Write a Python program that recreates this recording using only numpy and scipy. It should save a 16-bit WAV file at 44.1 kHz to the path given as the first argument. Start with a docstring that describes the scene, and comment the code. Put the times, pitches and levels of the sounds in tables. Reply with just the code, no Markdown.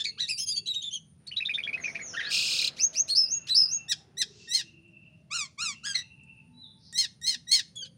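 """A starling under a porch roof

A caged starling sings close by. Air shakes two thin membranes in its voice box (the syrinx), and
its throat and beak shape the tone. The two sides twitter in duet, then it chips, growls, rasps,
whistles, squawks and mews. Nearby surfaces and the porch echo it; other birds, insects and a low
outdoor rumble lie behind."""
import sys
import numpy as np
from scipy import signal
from scipy.fft import rfft, irfft, next_fast_len
from scipy.io import wavfile
from scipy.ndimage import uniform_filter1d

SR = 44100
rng = np.random.default_rng(int(sys.argv[2]) if len(sys.argv) > 2 else 0)


def generate_wav(sig):
    """Save sig (samples, or channels by samples) to the path in sys.argv[1] as 16-bit PCM at SR."""
    pcm = np.round(np.clip(np.atleast_2d(sig).T, -1, 1) * 32767).astype(np.int16)
    wavfile.write(sys.argv[1], SR, pcm)


N = 351477
TIME = np.arange(N) / SR

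# How the throat and beak boost or weaken each frequency, for two ways of singing: frequency_hz, gain_db
WHISTLE_THROAT = [(1000, -27.5), (2300, 7), (4200, 7), (6400, 2.5), (7500, -11.5), (10600, -15),
                  (13000, -36.5), (15500, -30)]
SQUAWK_THROAT = [(1000, -34.5), (1600, -21), (2300, -10), (3200, -4.5), (4200, 5.5), (5300, 5.5), (6400, 0),
                 (7500, -3), (8700, -3.5), (10200, -9), (13000, -25.5), (15500, -15.5)]


def undb(db):
    """Turn decibels into a gain to multiply by."""
    return 10 ** (np.asarray(db) / 20)


def unit(x):
    """Scale a signal so that its average level (rms) is 1."""
    return x / np.sqrt(np.mean(x ** 2))


def gain_at(hz, spectrum):
    """Read the gain at any frequency from rows of frequency_hz, gain_db."""
    points, db = np.transpose(spectrum)
    return undb(np.interp(np.log(hz + 1), np.log(points), db))


def colour(x, spectrum):
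    """Filter a signal by a spectrum, then scale it to level 1."""
    size = next_fast_len(len(x))
    bin_hz = np.arange(size // 2 + 1) * SR / size
    return unit(irfft(rfft(x, size) * gain_at(bin_hz, spectrum), size)[:len(x)])


def noise_band(count, hz, width_hz):
    """Noise around one frequency; around 0 Hz it is a random wobble."""
    size = next_fast_len(count + 4096)
    bin_hz = np.arange(size // 2 + 1) * SR / size
    bell = np.exp(-((bin_hz - hz) / width_hz) ** 2)
    return unit(irfft(rfft(rng.standard_normal(size)) * bell, size))[:count]


def swell(curve):
    """A gain that follows rows of time_s, level_db and is silent outside them."""
    return undb(np.interp(TIME, *np.transpose(curve), left=-np.inf, right=-np.inf))


# A note is a list of points: time_s, pitch_hz, level_db, slope_db_per_octave, roughness.
# A higher slope makes the overtones brighter; roughness runs from 0 (pure) to 1 (harsh).
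def chirp(start_s, rise_s, length_s, start_hz, knee_hz, end_hz, level_db, slope=0, roughness=0,
          onset_db=-14, fade_db=-8):
    """A note that swells as it slides to a turning point (the knee), then drifts, fades and smooths."""
    return np.array([(start_s, start_hz, level_db + onset_db, slope, roughness),
                     (start_s + rise_s, knee_hz, level_db, slope, roughness),
                     (start_s + length_s, end_hz, level_db + fade_db, slope, roughness * 0.63)])


# A call shape has the columns: position, pitch_ratio, level_db, slope_db_per_octave, roughness.
# Position is -1 at the start, 0 at the accent and 1 at the end.
def call(shape, accent_s, before_s, after_s, pitch_hz, level_db, lead_db=0, fall=1):
    """Stretch a shape into a note; lead_db is added before the accent, fall scales the bend after it."""
    position, ratio, shape_db, slope, roughness = np.transpose(shape)
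    lead = position < 0
    times = accent_s + position * np.where(lead, before_s, after_s)
    pitches = pitch_hz * ratio ** np.where(lead, 1, fall)
    return np.transpose([times, pitches, level_db + shape_db + lead_db * lead, slope, roughness])


def glide(note, edge_s=0.0018):
    """Join a note's points smoothly: gives its sample numbers, strength and (pitch, slope, roughness)."""
    times, hz, db, *others = np.transpose(note)
    span = np.flatnonzero((TIME > times[0] - edge_s) & (TIME < times[-1] + edge_s))
    t = TIME[span]
    inside_s = np.minimum(t - times[0], times[-1] - t)
    gate = np.sin(np.pi / 2 * np.clip((inside_s + edge_s) / (2 * edge_s), 0, 1)) ** 2
    curves = [np.interp(t, np.sort(times), column) for column in (undb(db / 2), hz, *others)]
    root_strength, *controls = (uniform_filter1d(curve, size=130, mode="nearest") for curve in curves)
    return span, gate * root_strength ** 2, controls


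def reverb(x, decay_s, build_s):
    """Countless echoes blur into a tail that builds up, then dies by 60 dB in decay_s."""
    t = TIME[:SR]
    tail = rng.standard_normal(SR) * (1 - np.exp(-t / build_s)) * np.exp(-np.log(1000) * t / decay_s)
    tail = colour(tail, [(6000, 7), (14000, -6.0)]) / np.sqrt(SR)
    return signal.fftconvolve(x, tail)[:N]


def outdoors(rumble_db=-59.5):
    """A wavering rumble, a thin insect hiss, and a soft wash of noise that swells once."""
    # Tone of the rumble and the wash: frequency_hz, gain_db
    rumble_spectrum = [(30, -40.5), (80, 3.5), (170, 7), (330, -12), (600, -21.5), (1100, -27.5),
                       (5000, -32.5), (15000, -52)]
    wash_spectrum = [(50, -11.5), (150, 7), (550, 2), (1000, -4), (1600, -1.5), (3000, -9.5), (6000, -18),
                     (9000, -37)]
    # Loudness of the wash and the insects: time_s, level_db
    wash_levels = [(1.2, -74), (1.8, -53.5), (2.7, -57), (3.2, -62.5), (4.4, -72.5), (5, -111)]
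    insect_levels = [(0, -75.5), (2.3, -70), (2.8, -84.5), (5, -88.5), (6.2, -81), (8, -78)]
    rumble = colour(rng.standard_normal(N), rumble_spectrum) * undb(rumble_db + 0.39 * noise_band(N, 0, 4))
    insects = noise_band(N, 9310, 360) * swell(insect_levels) * undb(2.4 * noise_band(N, 0, 16))
    wash = colour(rng.standard_normal(N), wash_spectrum) * swell(wash_levels)
    return rumble + insects + wash


def far_swells():
    """Faint bands of noise come and go in the distance."""
    # One swell a row: middle_s, half_length_s, centre_hz, half_width_hz, level_db
    swells = [ (0.106, 0.15, 418, 75, -70), (0.647, 0.12, 398, 51, -65), (1.994, 0.37, 675, 14, -62.5),
              (2.3, 0.54, 505, 14, -62.5), (3, 0.29, 623, 47, -63), (3.62, .2, 1395, 350, -65),
              (3.95, 0.2, 765, 105, -70.5), (4.301, 0.23, 401, 55, -62), (4.751, .25, 332, 15.6, -64.5),
              (5.252, 0.4, 622, 39, -74), (5.757, 0.17, 224.6, 9.2, -62.5), (6.545, 0.17, 248, 12.7, -63),
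              (6.553, 0.55, 885, 10.5, -77), (7.354, 0.14, 243, 15, -63.5), (7.85, 0.13, 516, 43, -69.5),
              (4.43, 0.11, 5080, 2200, -56), (6.881, .06, 4840, 970, -56.5), ]
    out = np.zeros(N)
    for middle_s, half_s, hz, width_hz, db in swells:
        span = np.flatnonzero(np.abs(TIME - middle_s) < 2 * half_s)
        strength = undb(db) * np.exp(-((TIME[span] - middle_s) / half_s) ** 2)
        out[span] += strength * noise_band(len(span), hz, width_hz)
    return out


def far_birds(pipes_per_s=11.2, piping_hz=2570, rise=.08, waver=.024, bout_edge_s=.12):
    """Distant birds sing runs of short rising pipes, no two quite alike, and pure sliding whistles."""
    # Runs of piping: start_s, end_s, level_db
    bouts = [(0, 0.857, -59.5), (3.097, 3.93, -55.5), (4.298, 5.189, -57), (5.665, 6.434, -53.5)]
    # Sliding whistles: start_s, rise_s, length_s, start_hz, knee_hz, end_hz, level_db
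    slurs = [(1.797, 0.033, 0.081, 6800, 6390, 5160, -41.5), (2.004, 0.03, 0.12, 6700, 6850, 5140, -37.5),
             (6.528, 0.093, .14, 3894, 4005, 3420, -45)]
    cycle = pipes_per_s * TIME % 1
    bend = 1 + rise * np.sqrt(cycle) + waver * noise_band(N, 0, 280) + 0.0071 * noise_band(N, 0, 1.4)
    bout_gain = sum(undb(db) * np.clip(np.minimum(TIME - start, end - TIME) / bout_edge_s, 0, 1)
                    for start, end, db in bouts)
    pipe_gain = 2 * np.sin(np.pi * cycle) ** 2 * undb(2 * noise_band(N, 0, 8.8))
    out = bout_gain * pipe_gain * np.sin(2 * np.pi * np.cumsum(piping_hz * bend) / SR)
    for row in slurs:
        span, strength, (hz, *_) = glide(chirp(*row, onset_db=-31.5, fade_db=-6.5), edge_s=0.0043)
        out[span] += strength * np.sqrt(2) * np.sin(2 * np.pi * np.cumsum(hz) / SR)
    return out


def porch(song):
    """Nearby surfaces throw the song back, and the porch adds a short and a longer tail."""
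    # Single echoes: delay_s, gain_db
    bounces = [(.0031, -19), (.0074, -25), (0.0147, -19.5)]
    echoes = sum(undb(db) * np.interp(TIME - delay_s, TIME, song, left=0) for delay_s, db in bounces)
    short_tail = undb(-8.5) * reverb(song, decay_s=0.061, build_s=0.0015)
    long_tail = undb(-25) * reverb(song, decay_s=0.31, build_s=.015)
    return echoes + short_tail + long_tail


def beak(decay_s=0.0033):
    """The beak ticks: dry, bright bursts of noise that die at once."""
    # One tick a row: start_s, level_db
    ticks = [(1.272, -43), (4.881, -69.5), (6.235, -62.5), (6.927, -41.5), (7.215, -45), (7.759, -43.5)]
    strength = sum(undb(db) * (TIME >= s) * np.exp(-np.abs(TIME - s) / decay_s) for s, db in ticks)
    return strength * colour(rng.standard_normal(N), [(1500, -23), (4000, -7), (8500, 15.5), (12000, -26)])


def syrinx(notes, throat, jitter, flutter, split, hiss_db, shake_hz):
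    """One membrane sings through the throat. Roughness shakes its pitch (jitter) and strength
    (flutter), makes every other cycle unequal (split) and adds the hiss of air."""
    out = np.zeros(N)
    air = colour(rng.standard_normal(N), throat)
    multiples = np.arange(1, 25)[:, None] / 2  # of the pitch: 0.5, 1, 1.5 ...
    for note in notes:
        span, strength, (hz, slope, roughness) = glide(note)
        roughness = np.clip(roughness, 0, 1)
        shaken_hz = hz * (1 + jitter * roughness * noise_band(len(hz), 0, shake_hz))
        phase = 2 * np.pi * np.cumsum(shaken_hz) / SR
        tilt = undb(slope * np.log2(np.maximum(multiples, 1)))
        gains = gain_at(multiples * hz, throat) * tilt * (multiples * hz < SR / 2)
        gains[::2] *= split * roughness ** 2  # unequal cycles add tones halfway between the harmonics
        # the throat delays each tone differently, which blunts the peaks
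        shifts = rng.uniform(0, 2 * np.pi, multiples.shape)
        tone = (gains * np.sin(multiples * phase + shifts)).sum(0) / np.sqrt((gains ** 2).sum(0) / 2)
        tone *= 1 + flutter * roughness * noise_band(len(hz), 0, shake_hz)
        out[span] += strength * (tone + undb(hiss_db) * roughness * air[span])
    return out


def twitter():
    """Both membranes sing a duet; where they overlap, each shakes the other and adds new tones."""
    # The lower voice, and the upper one that sinks from note to note:
    # start_s, rise_s, length_s, start_hz, knee_hz, end_hz, level_db, slope_db_per_octave, roughness
    low_chirps = [ (0, 0.001, 0.03, 1790, 1763, 1750, -29.5, -16, 0.54),
                  (.04, 0.017, 0.019, 1498, 2413, 2160, -26, -9, 0.33),
                  (.06, 0.0045, 0.049, 2177, 2240, 2135, -30.5, -11.5, 0.3),
                  (0.175, 0.014, 0.032, 1135, 1597, 1810, -39.5, -26.5, .25),
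                  (.195, 0.0093, 0.066, 1760, 2020, 1860, -26, -12, 0.37),
                  (0.269, 0.031, 0.069, 1745, 2687, 2390, -31, -3.5, 0.29),
                  (.37, 0.021, 0.072, 2480, 3070, 3336, -33.5, 2.5, 0.33),
                  (0.459, 0.028, .05, 3200, 3200, 3380, -30.5, 3.5, 0.24),
                  (.505, 0.023, 0.029, 3450, 3640, 3620, -41, 3, 0.25),
                  (0.555, 0.017, 0.037, 3000, 3335, 3390, -35, -3.5, .28),
                  (0.658, 0.02, 0.024, 2750, 3350, 3800, -36, -8, 0.2),
                  (0.736, .015, 0.025, 2780, 3295, 3780, -37, -10.5, 0.5),
                  (0.814, 0.017, 0.045, 2986, 3325, 3650, -37, -11.5, 0.38),
                  (0.908, 0.038, 0.069, 2900, 3340, 2895, -31.5, -10.5, 0.21),
                  (7.755, 0.016, 0.083, 3376, 3424, 3110, -37.5, -11, 0.09),
                  (7.819, .012, 0.029, 1605, 1549, 1500, -35, -22, 0.02),
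                  (7.846, .008, 0.029, 1720, 1705, 1660, -45, -15, 0.72), ]
    high_chirps = [ (.288, 0.029, 0.085, 5420, 4815, 4670, -34, 4, 0.13),
                   (.378, 0.017, .072, 5240, 5390, 5040, -31.5, 9.5, 0.22),
                   (0.472, 0.028, 0.098, 4900, 4920, 4490, -30.5, 2.5, 0.095),
                   (.558, 0.022, 0.037, 4497, 4600, 4485, -25.5, -6, 0.1),
                   (0.658, .034, .083, 3960, 3953, 3710, -30, -2.5, 0.13),
                   (.745, 0.021, 0.064, 3750, 3780, 3730, -27, -7, 0.048),
                   (.83, 0.027, 0.071, 3660, 3560, 3470, -33, -5.5, 0.15), ]
    # Throat and beak for the lower voice: frequency_hz, gain_db
    throat = [(1000, -38.5), (1600, -51), (2300, -13), (3200, -13), (4200, 7), (5300, -12.5), (6400, -2),
              (7500, -12.5), (8700, -15.5), (10200, -13), (13000, -52), (15500, -36)]
    low = syrinx([chirp(*row, onset_db=-17, fade_db=-11.5) for row in low_chirps], throat,
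                 jitter=0.057, flutter=1.0, split=.2, hiss_db=-7.0, shake_hz=402)
    high = syrinx([chirp(*row, onset_db=-12, fade_db=-9) for row in high_chirps], WHISTLE_THROAT,
                  jitter=0.12, flutter=1.0, split=0, hiss_db=-10.5, shake_hz=400)
    return low + high + 0.55 * low * high


def chips(rise_s=.009, upper_hold_s=.019, lower_hold_s=.023):
    """Quick high-low pairs of notes step down in pitch."""
    # One pair a row: accent_s, upper_hz, upper_db, lower_lag_s, lower_hz, lower_db
    pairs = [ (1.277, 4610, -36.5, 0.043, 3110, -34), (1.372, 4060, -27, 0.037, 2720, -27.5),
             (1.459, 3866, -29.5, .038, 2600, -26), (1.546, 3778, -28.5, 0.04, 2520, -27),
             (1.639, 3520, -32, 0.039, 2475, -28), (1.738, 2670, -30, 0.043, 2210, -35),
             (1.846, 2578, -28.5, 0.037, 2374, -30.5), (1.957, 2460, -28.5, 0.043, 2304, -31.5), ]
    # Call shapes of the two chips: position, pitch_ratio, level_db, slope_db_per_octave, roughness
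    upper_shape = [(-1, .8, -11.5, -21, 0.4), (-.5, .9, -7, -21, 0.5), (0, 0.97, 0.5, -33, 0.5),
                   (0.27, .96, -3.5, -29.5, .25), (1, .93, -6.5, -25, 0.53)]
    lower_shape = [(-1, .61, -16, -30.5, .15), (-.35, 0.88, -12, -25.5, 0.16), (0, 0.97, 2.5, -32, 0.37),
                   (0.46, .94, -4.5, -24.5, 0.22), (-0.15, 1, -12, -25, 0.21), (0.93, 0.89, -2, -26, .15)]
    notes = [call(upper_shape, s, rise_s, upper_hold_s, hz, db) for s, hz, db, *_ in pairs]
    notes += [call(lower_shape, s + lag, rise_s, lower_hold_s, hz, db) for s, _, _, lag, hz, db in pairs]
    return syrinx(notes, WHISTLE_THROAT, jitter=.035, flutter=1.1, split=0, hiss_db=-14, shake_hz=350)


def growls():
    """Gruff low chirps come before the rasp and under the start of each whistle."""
    # One growl a row:
    # start_s, rise_s, length_s, start_hz, knee_hz, end_hz, level_db, slope_db_per_octave, roughness
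    gruff_chirps = [ (2.135, 0.0066, 0.019, 1410, 1580, 1326, -36, -22, .2),
                    (2.157, .019, 0.047, 1340, 1896, 1505, -33, -19.5, 0.18),
                    (2.198, 0.011, .021, 1470, 2287, 1800, -32.5, -18.5, 0.96),
                    (2.221, 0.0089, 0.091, 1563, 1790, 1590, -41.5, -16.5, 1),
                    (2.234, 0.0061, 0.062, 3720, 3640, 4670, -39.5, -30, 0.31),
                    (2.763, .039, 0.058, 1049, 2695, 2600, -39, 2, .4),
                    (2.929, .034, .06, 1203, 2783, 2670, -40, 4, 0.37),
                    (3.075, 0.041, 0.034, 1150, 1850, 1930, -35.5, 7, .5),
                    (3.467, 0.042, 0.034, 1325, 1945, 2090, -38.5, 2, 1), ]
    notes = [chirp(*row, onset_db=-13, fade_db=-1.5) for row in gruff_chirps]
    return syrinx(notes, WHISTLE_THROAT, jitter=.035, flutter=.9, split=.3, hiss_db=-16, shake_hz=400)


def rasp(throb_hz=35.5, air_throb=0.73):
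    """Both membranes rattle wildly, their pitch arching with each throb of the syrinx muscles."""
    # How hard the bird pushes: time_s, level_db
    effort = [(2.292, -54.5), (2.31, -32), (2.345, -26), (2.42, -29.5), (2.6, -30), (2.68, -32),
              (2.697, -57)]
    # Throat and beak while rasping: frequency_hz, gain_db
    throat = [(530, -93), (900, -42.5), (1560, -18), (2050, -81.5), (2760, -14), (3030, -5), (4880, 1),
              (5840, -12.5), (6500, -3.5), (7150, -10.5), (8860, -11.5), (10300, -30), (11400, -20),
              (13600, -42), (15500, -24)]
    cycle = throb_hz * (TIME - 2.677)  # a throb peaks at 2.677 s
    beat = np.cos(2 * np.pi * cycle)
    low_hz = 2380 + 540 * np.abs(np.cos(np.pi * cycle + 1)) + 60 * noise_band(N, 0, 400)
    high_hz = 4750 - 650 * beat + 220 * noise_band(N, 0, 600)
    low, high = (np.sin(2 * np.pi * np.cumsum(hz) / SR) * (1 + .5 * noise_band(N, 0, 300))
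                 for hz in (low_hz, high_hz))
    # toward the end the throbs deepen and the upper membrane flares on each
    start_s, end_s = effort[0][0], effort[-1][0]
    depth = np.clip((TIME - start_s) / (end_s - start_s), 0, .9) ** 4
    flare = 1 + 7.5 * depth * np.maximum(beat, 0) ** 4
    # the air escapes in fine, uneven pulses
    pulse_hz = 300 * (1 + .35 * noise_band(N, 0, 150))
    pulses = 1 + .35 * np.cos(2 * np.pi * np.cumsum(pulse_hz) / SR)
    air = colour(rng.standard_normal(N), throat) * pulses * (1 + air_throb * depth * beat)
    return swell(effort) * (.72 * air + .57 * low + .58 * high * flare)


def whistles():
    """Two quick upward sweeps, then two long whistles that quaver, sag and flip up to a pure top."""
    # Call shapes of both kinds: position, pitch_ratio, level_db, slope_db_per_octave, roughness
    sweep_shape = [(-0.9, .74, -15.5, -30.5, .8), (-.46, .91, -12, -12.5, .8), (0, 1, 0, -6, 0.22),
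                   (0.64, 1.04, -9.5, -17, 0.054), (1, 1.03, -29.5, -19, 0.11)]
    whistle_shape = [(-1, .7, 0, 4.5, .4), (-.9, .825, 2, -5, 0.99), (-.78, 0.84, 4.5, -10, 0.39),
                     (-.47, .818, -3, -10.5, .3), (-.26, .785, -12.5, -14, .3),
                     (-0.093, .87, -17, -0.5, .55), (0, 1, -2, -19.5, .2), (.36, 1.058, 0.5, -45.5, .03),
                     (0.81, 1.05, -4.5, -41, .03), (1, 1.016, -23, -29, .03)]
    # The sweeps: accent_s, before_s, after_s, pitch_hz, level_db
    sweeps = [(2.84, .047, .043, 6337, -18.5), (3.002, .05, 0.027, 6335, -19.5)]
    # The long whistles: accent_s, before_s, after_s, pitch_hz, level_db, lead_db
    long_whistles = [(3.318, .168, 0.074, 6290, -26, 0.5), (3.724, .178, 0.061, 6238, -27.5, 5)]
    # A bright tone, like an overtone of the growl, rings at the start of each long whistle: start_s, rise_s,
    # length_s, start_hz, knee_hz, end_hz, level_db, slope_db_per_octave, roughness
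    openers = [ (3.085, 0.024, 0.056, 4020, 4380, 4247, -26.5, 6.5, 0.28),
               (3.49, 0.026, 0.05, 3850, 4070, 3923, -23.5, 0, 0.16), ]
    notes = [call(sweep_shape, *row) for row in sweeps]
    notes += [call(whistle_shape, *row) for row in long_whistles]
    notes += [chirp(*row, onset_db=-17, fade_db=-3) for row in openers]
    return syrinx(notes, WHISTLE_THROAT, jitter=0.043, flutter=0.57, split=0, hiss_db=-44.5, shake_hz=547)


def squawks():
    """Clean notes break up: a snap cracks and drops at once, a squawk makes a harsh arch."""
    # Call shapes of both kinds: position, pitch_ratio, level_db, slope_db_per_octave, roughness
    snap_shape = [(-1, .9, -23.5, -12.5, 0.099), (-.55, 1, -9.5, 3, 0.14), (-0.38, 1.01, -9, -1, 0.0558),
                  (-0.061, .98, -3.5, -7, 0.071), (0.154, .9, 1, -5, 0.54), (0.497, .86, -7, -9, 0.71),
                  (0.79, .78, -3, -10.5, 0.51)]
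    squawk_shape = [(-1, .845, -31.5, -21, .08), (-.62, .845, -16, -2, 0.097), (-.04, .91, -8, -6, 0.067),
                    (.02, 0.94, -1.5, -1, 0.64), (.28, 0.98, 0.5, -4.5, .6), (.55, .905, -8.5, -5, 0.93),
                    (.83, .85, -9, -10, 0.73), (0.93, .73, -14, -13, 0.7)]
    # The calls: accent_s, before_s, after_s, pitch_hz, level_db and, for squawks, lead_db
    snap_calls = [(3.919, .037, 0.01637, 1943, -23.5), (4.217, .047, 0.0165, 2036, -23)]
    squawk_calls = [ (4.536, 0.062, 0.087, 2187, -25.5, 3), (6.976, .049, .088, 2211, -24.5, 1),
                    (7.266, .052, 0.095, 2220, -26, 2), (7.515, .046, .098, 2257, -21, -5), ]
    notes = [call(snap_shape, *row) for row in snap_calls]
    notes += [call(squawk_shape, *row) for row in squawk_calls]
    return syrinx(notes, SQUAWK_THROAT, jitter=.019, flutter=.42, split=1.05, hiss_db=-9, shake_hz=300)


def rattle(start_s, hz, depth, crackle, unevenness=0.152):
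    """A gain that tears a tone into fast, slightly uneven pulses, each with a burst of noise."""
    pulse_hz = hz * (1 + unevenness * noise_band(N, 0, 56))
    beat = np.cos(2 * np.pi * np.cumsum(pulse_hz) / SR)
    bursts = np.maximum(beat, 0) ** 2 * noise_band(N, 0, 1100)
    return 1 + (TIME > start_s) * (depth * beat + crackle * bursts)


def mews():
    """Three mews rise and fall; the last breaks into pulses and ends in a yelp with the beak wide open."""
    # Call shape of a mew: position, pitch_ratio, level_db, slope_db_per_octave, roughness
    mew_shape = [(-1, .73, -27, -20.5, 0.061), (-0.74, .82, -6, -13, 0.068), (0, 1, 1, -10, 0.22),
                 (.24, .92, -1, -9.5, 0.24), (.52, .82, 0, -9, 0.03), (1, .71, -24, -14, 0.26)]
    # The mews: accent_s, before_s, after_s, pitch_hz, level_db, lead_db, fall (0 to 1)
    mew_calls = [ (5.352, .049, 0.12, 1439, -32.5, 0.5, 0.97),
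                 (5.628, 0.052, 0.12, 1425, -32.5, -0.5, 0.94), (5.862, .031, 0.095, 1685, -35, -4, .26), ]
    # Throat and beak while mewing: frequency_hz, gain_db
    throat = [(1000, -27.5), (1600, -16.5), (2300, -4.5), (3200, -6), (4200, 2), (5300, 5.5), (6400, 6),
              (7500, 10), (8700, -2), (10200, -3), (13000, -36), (15500, -8)]
    # The yelp: time_s, pitch_hz, level_db, slope_db_per_octave, roughness
    yelp_note = [(5.944, 1930, -47, -10, 0.31), (5.955, 2140, -23.5, -13.5, 0.25),
                 (5.963, 1963, -34, -10, 0.42), (5.99, 1984, -34.5, -10, 0.46),
                 (6.024, 1947, -50.5, -15, 0.34)]
    notes = [call(mew_shape, *row) for row in mew_calls]
    mewing = syrinx(notes, throat, jitter=.06, flutter=1.4, split=.25, hiss_db=-13, shake_hz=330)
    yelp = syrinx([yelp_note], SQUAWK_THROAT, jitter=.05, flutter=.6, split=.2, hiss_db=-13, shake_hz=300)
    voice = (mewing + yelp) * rattle(start_s=5.857, hz=100, depth=.3, crackle=.45)
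    # nothing of the mews sounds below about 950 Hz
    return signal.sosfilt(signal.butter(6, 950, "high", fs=SR, output="sos"), voice)


def scene():
    """The close starling and its porch echoes, over the sounds of the garden."""
    song = twitter() + chips() + growls() + whistles() + squawks() + mews() + rasp() + beak()
    echoes = porch(song)
    birds = far_birds()
    garden = undb(-4) * birds + undb(-7.5) * reverb(birds, decay_s=.45, build_s=0.0053)
    return (song + echoes + garden + far_swells() + outdoors())[None]


def record(dry, top_hz=15800):
    """The recorder cuts off the highest treble."""
    return signal.sosfilt(signal.ellip(10, .2, 80, top_hz, fs=SR, output="sos"), dry)


dry = scene()
out = record(dry)
generate_wav(out)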